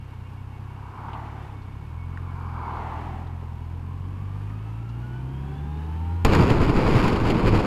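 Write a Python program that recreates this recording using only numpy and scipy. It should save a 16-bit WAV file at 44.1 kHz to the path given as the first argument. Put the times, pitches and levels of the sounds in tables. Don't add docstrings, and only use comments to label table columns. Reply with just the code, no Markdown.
import sys
import numpy as np
from scipy import signal
from scipy.fft import rfft, irfft, next_fast_len
from scipy.io import wavfile
from scipy.ndimage import map_coordinates

SR = 44100
rng = np.random.default_rng(int(sys.argv[2]) if len(sys.argv) > 2 else 0)


def bounce(signal):
    frames = np.transpose(np.atleast_2d(signal))
    limited = np.clip(frames, -1, 1)
    pcm = np.round(limited * 32767).astype(np.int16)
    wavfile.write(sys.argv[1], SR, pcm)


N = 337806
CUT_S = 6.249
TOP_HZ = 15300

# freq_hz, level_db
DRAUGHT_COLOUR = [(15, -16), (30, -3), (90, 4), (170, -0.5), (260, -2.5), (380, -11), (550, -19.5),
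                  (900, -29), (3000, -81)]
THUMP_COLOUR = [(10, 3.5), (22, 7.5), (55, -1.5), (110, 2.5), (150, -0.5), (200, -17), (400, -44),
                (1200, -120)]
BUFFET_COLOUR = [(80, -5), (140, -0.5), (190, 2), (330, 0), (450, -2.5), (580, -10), (720, -11.5),
                 (920, -10), (1100, -11), (1500, -19.5), (2200, -37), (5000, -120)]
TEAR_COLOUR = [(400, -20), (750, -4), (1100, -0.5), (1800, -5), (2400, -2), (3800, -15), (4800, -12.5),
               (6000, -28), (6900, -22), (8200, -31), (9900, -33.5), (11200, -31), (14000, -44),
               (15500, -64)]
FIZZ_COLOUR = [(2500, -25), (4700, 14), (6000, -21), (6900, 10), (9500, -18), (11300, 2), (14000, -11),
               (15500, -17)]
TYRE_COLOUR = [(200, -15), (330, -8), (560, -14), (780, -0.5), (930, 5), (1200, -3.5), (1500, -11),
               (1800, -32), (2150, -13.5), (2600, -43), (3700, -37), (4500, -34), (5400, -52), (9000, -57)]
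WAKE_COLOUR = [(130, -10), (230, 6), (380, 9), (560, -2), (800, 13.5), (1500, 0.5), (2100, -5),
               (3000, -10.5), (3800, -19.5), (4600, -23), (5800, -27), (6800, -28.5), (10000, -37.5),
               (15000, -42)]
CASING_COLOUR = [(250, -15), (450, -3), (580, -12.5), (780, -1), (950, 3), (1250, -5.5), (1650, -8),
                 (2000, -13), (2300, -11.5), (2900, -13), (3500, -20), (4100, -23), (4700, -24),
                 (5800, -28.5), (6800, -29.5), (8500, -31.5), (13500, -33), (15500, -50)]

# time_s, level_db
DRAUGHT_LEVEL = [(0, -47), (1.7, -44.5), (2.6, -43), (3.1, -39.5), (3.5, -47.5), (3.9, -41), (4.7, -43),
                 (5.5, -40), (6.24, -41.5)]

# peak_s, half_length_s, thump_swell_db, tear_swell_db
GUSTS = [(6.251, 0.023, 9, 11.5), (6.342, 0.038, 6, 10), (6.409, 0.033, 10.5, 7), (6.51, 0.027, 6, 4.5),
         (6.606, 0.064, 4.5, 0.5), (6.702, 0.0056, 9, 3), (6.781, 0.023, 5, 5), (6.89, 0.08, 2, 2.5),
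         (6.975, .04, 7.5, 5.5), (7.08, 0.045, 0, 6), (7.287, 0.027, 1.5, 6), (7.469, 0.032, 7, 6),
         (7.543, 0.026, 9.5, 5), (7.655, 0.0099, 1, -0.5)]
# peak_s, thump_db, rip_db
SLAPS = [(6.251, -18, -21.5), (6.336, -30, -25.5), (6.406, -14.5, -39), (6.503, -25, -27.5),
         (7.578, -36, -27)]
SLAP_HALF_LENGTH_S = 0.0027
THUMP_DB, BUFFET_DB, TEAR_DB = -24, -22.5, -36
BUFFET_PER_THUMP, BUFFET_PER_TEAR = 0.24, 0.39

# closest_s, tread_db, approach_s, retreat_s, wake_db
TRAFFIC = [(1.12, -39.5, .2, .15, -44.5), (2.78, -35, .29, 0.23, -40)]
# start_s, level_db, ring_hz, t60_s
KNOCKS = [(1.084, -33, 1000, .04), (1.132, -47, 2750, .07), (1.62, -62, 4300, .06),
          (2.174, -30, 1300, .022), (2.695, -33, 1200, .02), (3.27, -59, 3600, .06), (3.42, -48, 420, .35),
          (4.499, -48, 1700, .05), (4.89, -60, 4400, .1)]
# pitch_hz, loudest_s, spread_s, level_db
DISC_MODES = [(2217, 1.84, 0.31, -61.5), (2218, .3, 3.2, -68.5), (2780, 0.27, 0.8, -72),
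              (3600, 1.6, 0.3, -77)]
# time_s, pitch_hz, level_db
SQUEAK = [(5.0, 1434, -90), (5.035, 1460, -52), (5.1, 1456, -55), (5.18, 1496, -53), (5.23, 1513, -88)]
# multiple_of_engine_cycle, loudest_s, spread_s, level_db, flutter_0_to_1
WHINES = [(9.62, 6.1, .17, -51.5, 0.17), (11.02, 5.89, 0.33, -48, 0.14), (14.1, 5.22, 0.23, -54, 0),
          (16.5, 6.3, 0.43, -59.5, 0), (21.8, 5.63, 0.47, -63.5, 0.2), (23.67, 4.05, 0.76, -57.5, 1),
          (38.15, 5.5, 0.51, -69, 0.6), (48.1, 5.13, 0.6, -66.5, 1)]

# time_s, cycles_hz
ENGINE_SPEED = [(0.0, 33.1), (0.19, 30.0), (0.45, 32.6), (0.86, 33.4), (0.97, 31.9), (1.06, 36.2),
                (1.41, 35.7), (1.67, 31.5), (2.0, 42.8), (2.28, 44.8), (2.74, 39.9), (3.14, 41.1),
                (3.31, 43.6), (3.58, 40.7), (4.39, 49.9), (4.98, 58.8), (5.54, 70.5), (6.24, 87.2)]
THUD_DB = [2.95, 0.4, -4, -6]
# freq_hz, level_db
SILENCER = [(30, -55), (45, -45.5), (62, -45), (72, -40), (84, -34.5), (100, -33.5), (130, -36.5),
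            (150, -40), (175, -49.5), (260, -51.5)]
# multiple_of_engine_cycle, level_db
OVERTONES = [(1.5, -74), (2.5, -59), (3.5, -69), (4.5, -78), (5, -57), (5.5, -55), (6, -63)]
# time_s, pull_db
THROTTLE = [(0, -26), (1.7, -3), (2, -5), (2.8, 2), (3.7, 1), (4.4, -5), (5.3, 6.5), (6.24, -5)]
CRUISE_HZ, REV_DB_PER_OCTAVE = 42, 5
STUMBLE_S, STUMBLE_HALF_LENGTH_S, STUMBLE_DB = 0.93, 0.037, -7
CLATTER_DB, CLATTER_RISE_DB, CLATTER_FROM_HZ = -52, 3.5, 46


def amp(db):
    return 10 ** (np.asarray(db) / 20)


def unit(x):
    return x / np.sqrt(np.mean(x ** 2) + 1e-20)


def clock():
    return np.arange(N) / SR


def curves(rows):
    times, *columns = np.transpose(rows)
    return [np.interp(clock(), times, column) for column in columns]


def bump(s, half_length):
    return np.exp(-((clock() - s) / half_length) ** 2)


def bell(s, spread):
    return 1 / np.hypot(1, ((clock() - s) / spread) ** 2)


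def wobble(rate):
    knots = rng.standard_normal(int(N * rate / SR) + 4)
    return map_coordinates(knots, [clock() * rate])


def wavering_phase(hz, waver_hz):
    return 2 * np.pi * np.cumsum(hz + waver_hz * wobble(60)) / SR


def filtered(x, response):
    size = next_fast_len(N + SR // 2)
    spectrum = rfft(x, size) * response(np.fft.rfftfreq(size, 1 / SR))
    return irfft(spectrum, size)[:N]


def noise(colour, swell=1):
    freq, db = np.transpose(colour)

    def response(hz):
        return amp(np.interp(np.log(hz + 1), np.log(freq), db))

    return unit(filtered(swell * rng.standard_normal(N), response))


def draught(angle):
    level = amp(curves(DRAUGHT_LEVEL)[0] + 0.51 * wobble(12))
    return level * noise(DRAUGHT_COLOUR, amp(0.51 * np.cos(angle)))


def gale(fizz_db=-55, eddy_db=1, rip_db=1.68, crackle_db=2.5, steepness=2.9):
    eddies = wobble(55)
    thump_swell = sum(db * bump(s, length) for s, length, db, _ in GUSTS)
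    tear_swell = sum(db * bump(s, length) for s, length, _, db in GUSTS)
    slap_pulses = np.array([bump(s, SLAP_HALF_LENGTH_S) for s, _, _ in SLAPS])
    _, slap_thump_db, slap_rip_db = np.transpose(SLAPS)

    buffet_db = BUFFET_DB + BUFFET_PER_THUMP * thump_swell + BUFFET_PER_TEAR * tear_swell
    push = np.hypot(amp(buffet_db), amp(slap_thump_db) @ slap_pulses)
    force = np.hypot(amp(TEAR_DB + tear_swell), amp(slap_rip_db) @ slap_pulses)
    crackle = amp(rip_db * eddies + crackle_db * wobble(700))

    thump = amp(THUMP_DB + thump_swell) * noise(THUMP_COLOUR)
    buffet = push * unit(noise(BUFFET_COLOUR) * amp(eddy_db * eddies))
    tear = force * noise(TEAR_COLOUR, crackle)
    fizz_level = amp(fizz_db) * (force / amp(-31.5)) ** steepness
    fizz = fizz_level * noise(FIZZ_COLOUR, crackle ** steepness)
    return thump + buffet + tear + fizz


def traffic(doppler=.11, wake_lag_s=0.14, wake_spread_s=0.21):
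    out = np.zeros(N)
    for closest, tread_db, approach, retreat, wake_db in TRAFFIC:
        t = clock() - closest
        along = t / np.where(t < 0, approach, retreat)
        distance = np.hypot(1, along)
        read_position = np.cumsum(1 - doppler * along / distance)
        roar = map_coordinates(noise(TYRE_COLOUR), [read_position], order=3, mode="wrap")
        out += amp(tread_db + 0.69 * wobble(24.0)) * roar / distance ** 2.03
        out += amp(wake_db) * noise(WAKE_COLOUR) * bell(closest + wake_lag_s, wake_spread_s)
    return out


def knocks():
    out = np.zeros(N)
    t = np.arange(SR // 4) / SR
    for start, db, hz, t60 in KNOCKS:
        band = signal.iirpeak(hz, 2.2, SR)
        ring = signal.lfilter(*band, rng.standard_normal(len(t)))
        ring = signal.lfilter(*band, ring)
        out[round(start * SR):][:len(t)] += amp(db - 60 * t / t60) * unit(ring)
    return out


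def brake(turns_hz=6.9, waver_hz=7, rub_db=4):
    out = np.zeros(N)
    turn = 2 * np.pi * turns_hz * (clock() - 2.01)
    rub = amp(rub_db * (np.cos(turn) + 0.82 * wobble(30.92)))
    for hz, loudest, spread, db in DISC_MODES:
        note = np.sin(wavering_phase(hz, waver_hz))
        out += amp(db) * unit(rub * note) * bell(loudest, spread)
    return out


def squeak(waver_hz=8):
    hz, db = curves(SQUEAK)
    return amp(db) * unit(np.sin(wavering_phase(hz, waver_hz)))


def gears(angle, waver_db=1.8):
    out = np.zeros(N)
    for multiple, loudest, spread, db, flutter in WHINES:
        swell = amp(db + waver_db * wobble(11)) * bell(loudest, spread)
        backlash = 1 - flutter + flutter * (wobble(130) + 1j * wobble(130))
        whine = np.real(backlash * np.exp(1j * multiple * angle))
        out += swell * unit(whine)
    return out


def clatter(angle, speed, beat_db=-0.5):
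    beat = amp(beat_db * np.cos(angle) + 0.79 * np.cos(2 * angle) + 0.33 * wobble(120))
    drift_db = .6 * wobble(9)
    revs_db = CLATTER_RISE_DB * np.maximum(0, np.log2(speed / CLATTER_FROM_HZ))
    return amp(CLATTER_DB + revs_db + drift_db) * noise(CASING_COLOUR, beat)


def exhaust(angle, speed, uneven_db=0.0, restless_db=3):
    pipe_hz, pipe_db = np.transpose(SILENCER)
    effort_db = REV_DB_PER_OCTAVE * np.log2(speed / CRUISE_HZ)
    effort_db = effort_db + STUMBLE_DB * bump(STUMBLE_S, STUMBLE_HALF_LENGTH_S)

    thud = np.zeros(N)
    for order, order_db in enumerate(THUD_DB, start=1):
        boom_db = np.interp(np.log(order * speed), np.log(pipe_hz), pipe_db)
        level = amp(effort_db + order_db + boom_db)
        thud -= np.sqrt(2) * level * np.sin(order * angle)

    growl = np.zeros(N)
    for multiple, db in OVERTONES:
        level = amp(db + restless_db * wobble(21))
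        growl += level * np.sin(multiple * angle + .5 * wobble(18))
    return thud * amp(uneven_db * wobble(30)) + amp(curves(THROTTLE)[0]) * growl


def scene():
    speed, = curves(ENGINE_SPEED)
    angle = 2 * np.pi * np.cumsum(speed) / SR
    bike = exhaust(angle, speed) + gears(angle) + clatter(angle, speed)
    bike += brake() + squeak()
    slow_ride = bike + knocks() + draught(angle) + traffic()
    return np.where(clock() < CUT_S, slow_ride, gale())[None]


def record(dry):
    clipped = dry[0] / (1 + np.abs(dry[0] / .52) ** 8) ** (1 / 8)
    return filtered(clipped, lambda hz: hz < TOP_HZ)[None]


dry = scene()
out = record(dry)
bounce(out)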